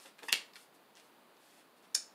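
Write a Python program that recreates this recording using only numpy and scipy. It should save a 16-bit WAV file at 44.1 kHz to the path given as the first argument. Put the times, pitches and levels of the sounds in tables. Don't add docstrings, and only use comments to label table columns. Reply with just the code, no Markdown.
import sys
import numpy as np
from scipy import signal
from scipy.fft import rfft, irfft, next_fast_len
from scipy.io import wavfile
from scipy.ndimage import map_coordinates

SR = 44100
rng = np.random.default_rng(int(sys.argv[2]) if len(sys.argv) > 2 else 0)


def invert_db(x):
    u = np.asarray(x, float) / 20
    return 10 ** u


def file_out(sig):
    cols = np.atleast_2d(sig).T
    lim = np.clip(cols, -1, 1)
    pcm = np.round(lim * 32767).astype(np.int16)
    wavfile.write(sys.argv[1], SR, pcm)


N = 94638


def unit(x):
    return x / np.sqrt(np.mean(x ** 2) + 1e-20)


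def along(points, hz):
    f, v = np.transpose(points)
    return np.interp(np.log(hz + 1), np.log(f + 1), v)


def filtered(x, response):
    m = next_fast_len(len(x) + 8192)
    return irfft(rfft(x, m) * response(np.fft.rfftfreq(m, 1 / SR)), m)[:len(x)]


def resonance(f, centre, width, db):
    return invert_db(db) * 1j * f * width / (centre ** 2 - f ** 2 + 1j * f * width)


def body(peaks):
    return lambda f: sum((-1) ** k * resonance(f, *peak) for k, peak in enumerate(peaks))


def add(out, s, x):
    i = round(s * SR)
    out[max(i, 0):i + len(x)] += x[max(-i, 0):len(out) - i]


def slips(rows, peaks, jitter, scatter_db):
    out = np.zeros(N)
    for s, length, db, rate in rows:
        draw = rng.standard_normal((60, 3))
        when = (np.arange(60) + .5 + jitter * draw[:, 0]) / rate
        arch = np.sin(np.pi * np.clip(when / length, 0, 1))
        size = np.sqrt(np.clip(arch, 0, 1)) * invert_db(scatter_db * draw[:, 1])
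        train = np.bincount(np.clip(when * SR, 0, 4000).astype(int), size, minlength=4096)
        ring = filtered(train, body(peaks))
        stroke_rms = np.sqrt(np.sum(ring ** 2) / (length * SR) + 1e-20)
        add(out, s, invert_db(db) * ring / stroke_rms)
    return out


def hum():
    # f/Hz, level/dB per Hz
    tone_shape = [(20, -59), (100, -25), (160, -10), (250, -4), (1000, -6), (2000, -14), (4700, -18.5),
                  (5400, -26.5)]
    hiss_shape = [(4000, -1.5), (6000, -21), (8500, -18), (9300, 4), (12000, -1), (15400, 3), (15650, -38),
                  (16600, -20)]
    tone_db, drift_db, hiss_db = -64.5, .6, -80.5
    drift = map_coordinates(rng.standard_normal(24), [np.arange(N) * 8 / SR])
    tone = unit(filtered(rng.standard_normal(N), lambda f: invert_db(along(tone_shape, f))))
    hiss = unit(filtered(rng.standard_normal(N), lambda f: invert_db(along(hiss_shape, f))))
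    return invert_db(tone_db + drift_db * drift) * tone + invert_db(hiss_db) * hiss


def slides():
    # start t/s, length t/s, level/dB, brightness/dB per octave
    strokes = [(-.05, 0.088, -60.5, 4), (0.048, 0.033, -61.5, 1.5), (0.176, 0.028, -66.5, -1),
               (0.221, .05, -60.5, 6.5), (0.531, 0.1, -64, 5), (.74, 0.01, -69.5, 7),
               (0.946, 0.055, -65, 1), (1.02, 0.048, -72.5, 4), (1.368, 0.24, -69, 3),
               (1.763, 0.023, -73.5, 1.5), (1.815, 0.041, -70, -0.5)]
    # f/Hz, level/dB per Hz
    rub_shape = [(400, -22), (1200, 1), (2500, 2.5), (4500, -1), (6500, -5.5), (9000, -4), (12000, -10),
                 (16000, -28)]
    rise_share, fall_s, grit_per_s, grit_share = 0.33, 0.019, 1100, 0.5
    out = np.zeros(N)
    t = np.arange(SR // 2) / SR
    for s, length, db, tilt_db in strokes:
        noise, chance = rng.standard_normal(len(t)), rng.random(len(t))
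        grit = unit(noise * (chance < grit_per_s / SR))
        tilted = lambda f: invert_db(along(rub_shape, f) + tilt_db * np.log2((f + 50) / 5000))
        rub = unit(filtered(noise + grit_share * grit, tilted))
        swell = np.clip(t / (rise_share * length), 0, 1)
        fade = np.exp(-np.clip(t - length, 0, None) / fall_s)
        add(out, s, invert_db(db) * swell * fade * rub)
    return out


def ticks():
    # t/s, peak level/dB, ring f/Hz, bump level over the click/dB
    contacts = [(.0005, -48, 3500, -3), (.185, -51, 3000, -3), (.191, -54, 2000, 4), (.232, -40, 3500, 0),
                (.238, -48, 3400, 0), (.5345, -50, 3000, -15), (.5365, -46, 3000, -15),
                (.558, -40, 3600, -15), (.9538, -46, 3400, -20), (.971, -45, 3300, -20),
                (.999, -46, 3400, -15), (1.369, -52, 3500, -15), (1.51, -55, 4000, -19),
                (1.597, -54, 4000, -15)]
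    tick_q, tick_s, bump_hz, bump_s = 1.5, .0015, 900, .012
    out, t = np.zeros(N), np.arange(2048) / SR
    for s, db, hz, bump_db in contacts:
        puff = rng.standard_normal((2, len(t)))
        click_modes = body([(hz, hz / tick_q, 0), (2.15 * hz, hz, -9)])
        tick = filtered(puff[0] * invert_db(-60 * t / tick_s / 2), click_modes)
        bump = filtered(puff[1] * invert_db(-60 * t / bump_s / 2), body([(bump_hz, bump_hz, 0)]))
        tick, bump = tick / np.abs(tick).max(), bump / np.abs(bump).max()
        add(out, s, invert_db(db) * (tick + invert_db(bump_db) * bump))
    return out


def touch_down():
    # start t/s, length t/s, level/dB, slip rate f/Hz
    touches = [
        (.221, 0.0233, -52.5, 460),
        (0.046, 0.027, -60.5, 320),
    ]
    # f/Hz, width f/Hz, level/dB
    cloth = [(306, 165, 3), (540, 370, 2.5), (1026, 900, -5)]
    return slips(touches, cloth, jitter=.3, scatter_db=2.2)


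def nudges():
    # start t/s, length t/s, level/dB, slip rate f/Hz
    pushes = [
        (.189, .004, -53, 1500),
        (.197, .006, -61, 1500),
        (.5545, .006, -52, 2000),
        (.561, .008, -54, 2000),
        (.056, .008, -56, 1500),
    ]
    # f/Hz, width f/Hz, level/dB
    flat_card = [(1300, 640, 2.5), (2460, 860, 6), (4000, 720, 2.5), (9500, 4400, -12)]
    return slips(pushes, flat_card, jitter=0.37, scatter_db=4)


def creak():
    # start t/s, length t/s, level/dB, slip rate f/Hz
    creaks = [
        (.2805, .003, -50, 1500),
        (.2825, .008, -38.5, 950),
    ]
    spring = [
        (.2895, .0065, -38, 1300),
    ]
    # f/Hz, width f/Hz, level/dB
    bent_card = [(320, 150, -6), (1080, 200, -6), (1890, 150, 0), (2650, 300, -10), (4880, 600, -13),
                 (9500, 800, -17), (12500, 3000, -31)]
    taut_card = [(2680, 150, 0), (3400, 600, -13), (5800, 900, -20)]
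    bending = slips(creaks, bent_card, jitter=.12, scatter_db=1.5)
    return bending + slips(spring, taut_card, jitter=0.14, scatter_db=2.2)


def lead_in():
    # start t/s, length t/s, level/dB, slip rate f/Hz
    burst = [
        (.3215, .0055, -40, 6000),
    ]
    # f/Hz, width f/Hz, level/dB
    scrape = [(2440, 2500, -6), (5030, 4200, 0), (8450, 5300, -1), (12400, 640, -18)]
    return slips(burst, scrape, jitter=0.54, scatter_db=4.8)


def snap():
    # f/Hz, width f/Hz, level/dB
    card_modes = [(2250, 600, -8), (2940, 600, 0), (4200, 900, -6), (7100, 1000, -14), (8730, 500, -10),
                  (11400, 1000, -17)]
    table_modes = [(40, 30, -16), (205, 71, -3.5), (495, 220, 0.5), (830, 450, -7)]
    snap_s, click_db, ring_db, push_db = .3276, -3.5, 12.5, 0.5
    click_hz, soft_hz, dull_hz = 1150, 6500, 13500
    blow = np.zeros(N)
    blow[round(snap_s * SR)] = 1

    def response(f):
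        thin = (1j * f / (click_hz + 1j * f)) ** 2 / (1 + (f / dull_hz) ** 4)
        click = invert_db(click_db) / (1 + (f / soft_hz) ** 2)
        ring = invert_db(ring_db) * sum(resonance(f, *mode) for mode in card_modes)
        return -thin * (click + ring) - invert_db(push_db) * body(table_modes)(f)

    return filtered(blow, response)


def flap():
    # start t/s, length t/s, level/dB, blow rate f/Hz
    flutter = [
        (.3288, .0035, -29, 2500),
    ]
    # f/Hz, width f/Hz, level/dB
    flapping = [(2250, 430, 2), (3150, 1200, 1), (4470, 1600, -12), (9300, 2800, -11)]
    return slips(flutter, flapping, jitter=.5, scatter_db=2.1)


def flick():
    # start t/s, length t/s, level/dB, slip rate f/Hz
    rake = [
        (1.9474, .0032, -24.5, 4000),
    ]
    let_go = [
        (1.9448, .003, -37, 6000),
        (1.9502, .0032, -24, 3500),
    ]
    # f/Hz, width f/Hz, level/dB
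    deck_edge = [(505, 270, -16), (1120, 150, -16.5), (2100, 780, -21.5), (3710, 200, -17),
                 (4510, 400, -2.5), (5300, 470, 0.5), (7200, 360, -15), (9200, 540, -3), (11100, 680, -18),
                 (13400, 1200, -32)]
    card_edge = [(1190, 600, -16.5), (2120, 1040, -19), (3600, 470, -12), (5500, 320, -6), (6630, 650, -2),
                 (9100, 600, -10), (10500, 700, -14), (13700, 1000, -33)]
    deck = slips(rake, deck_edge, jitter=0.55, scatter_db=4)
    return deck + slips(let_go, card_edge, jitter=.5, scatter_db=4)


def room(x):
    # delay t/s, level/dB
    walls = [(.0011, -11), (.0057, -9), (.0078, -14), (.0106, -13), (.0131, -12), (.0165, -21), (.024, -19),
             (.03, -17)]
    # f/Hz, 60 dB decay t/s
    decay = [(200, 0.29), (1000, 0.37), (3000, 0.28), (7000, 0.27), (14000, 0.23)]
    tail_db, tail_delay_s, wall_hz = -4.5, .003, 6800
    hz, t, z = signal.stft(rng.standard_normal(SR // 2), SR, nperseg=128)
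    dying = z * invert_db(-60 * t / along(decay, hz)[:, None])
    tail = signal.istft(dying, SR, nperseg=128)[1]
    answer = np.zeros(N)
    add(answer, tail_delay_s, invert_db(tail_db) * tail / np.linalg.norm(tail))
    for s, db in walls:
        answer[round(s * SR)] += invert_db(db)
    reflected = signal.fftconvolve(x, answer[:SR])[:N]
    return x + filtered(reflected, lambda f: wall_hz / (wall_hz + 1j * f))


def scene():
    low_cut_hz, top_hz, hiss_top_hz, order = 100, 15550, 15700, 120
    bend = creak() + touch_down()
    fingers = ticks() + slides() + nudges()
    snapping = snap() + lead_in() + flap()
    near = room(snapping) + room(bend + fingers) + room(flick())
    cut = lambda f: (1j * f / (low_cut_hz + 1j * f)) ** 2 / (1 + (f / top_hz) ** order)
    top = lambda f: 1 / (1 + (f / hiss_top_hz) ** (2 * order))
    return (filtered(near, cut) + filtered(hum(), top))[None]


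def band_limit(x):
    return signal.sosfilt(signal.butter(12, 16800, fs=SR, output="sos"), x)


def record(dry):
    return band_limit(dry)


dry = scene()
out = record(dry)
file_out(out)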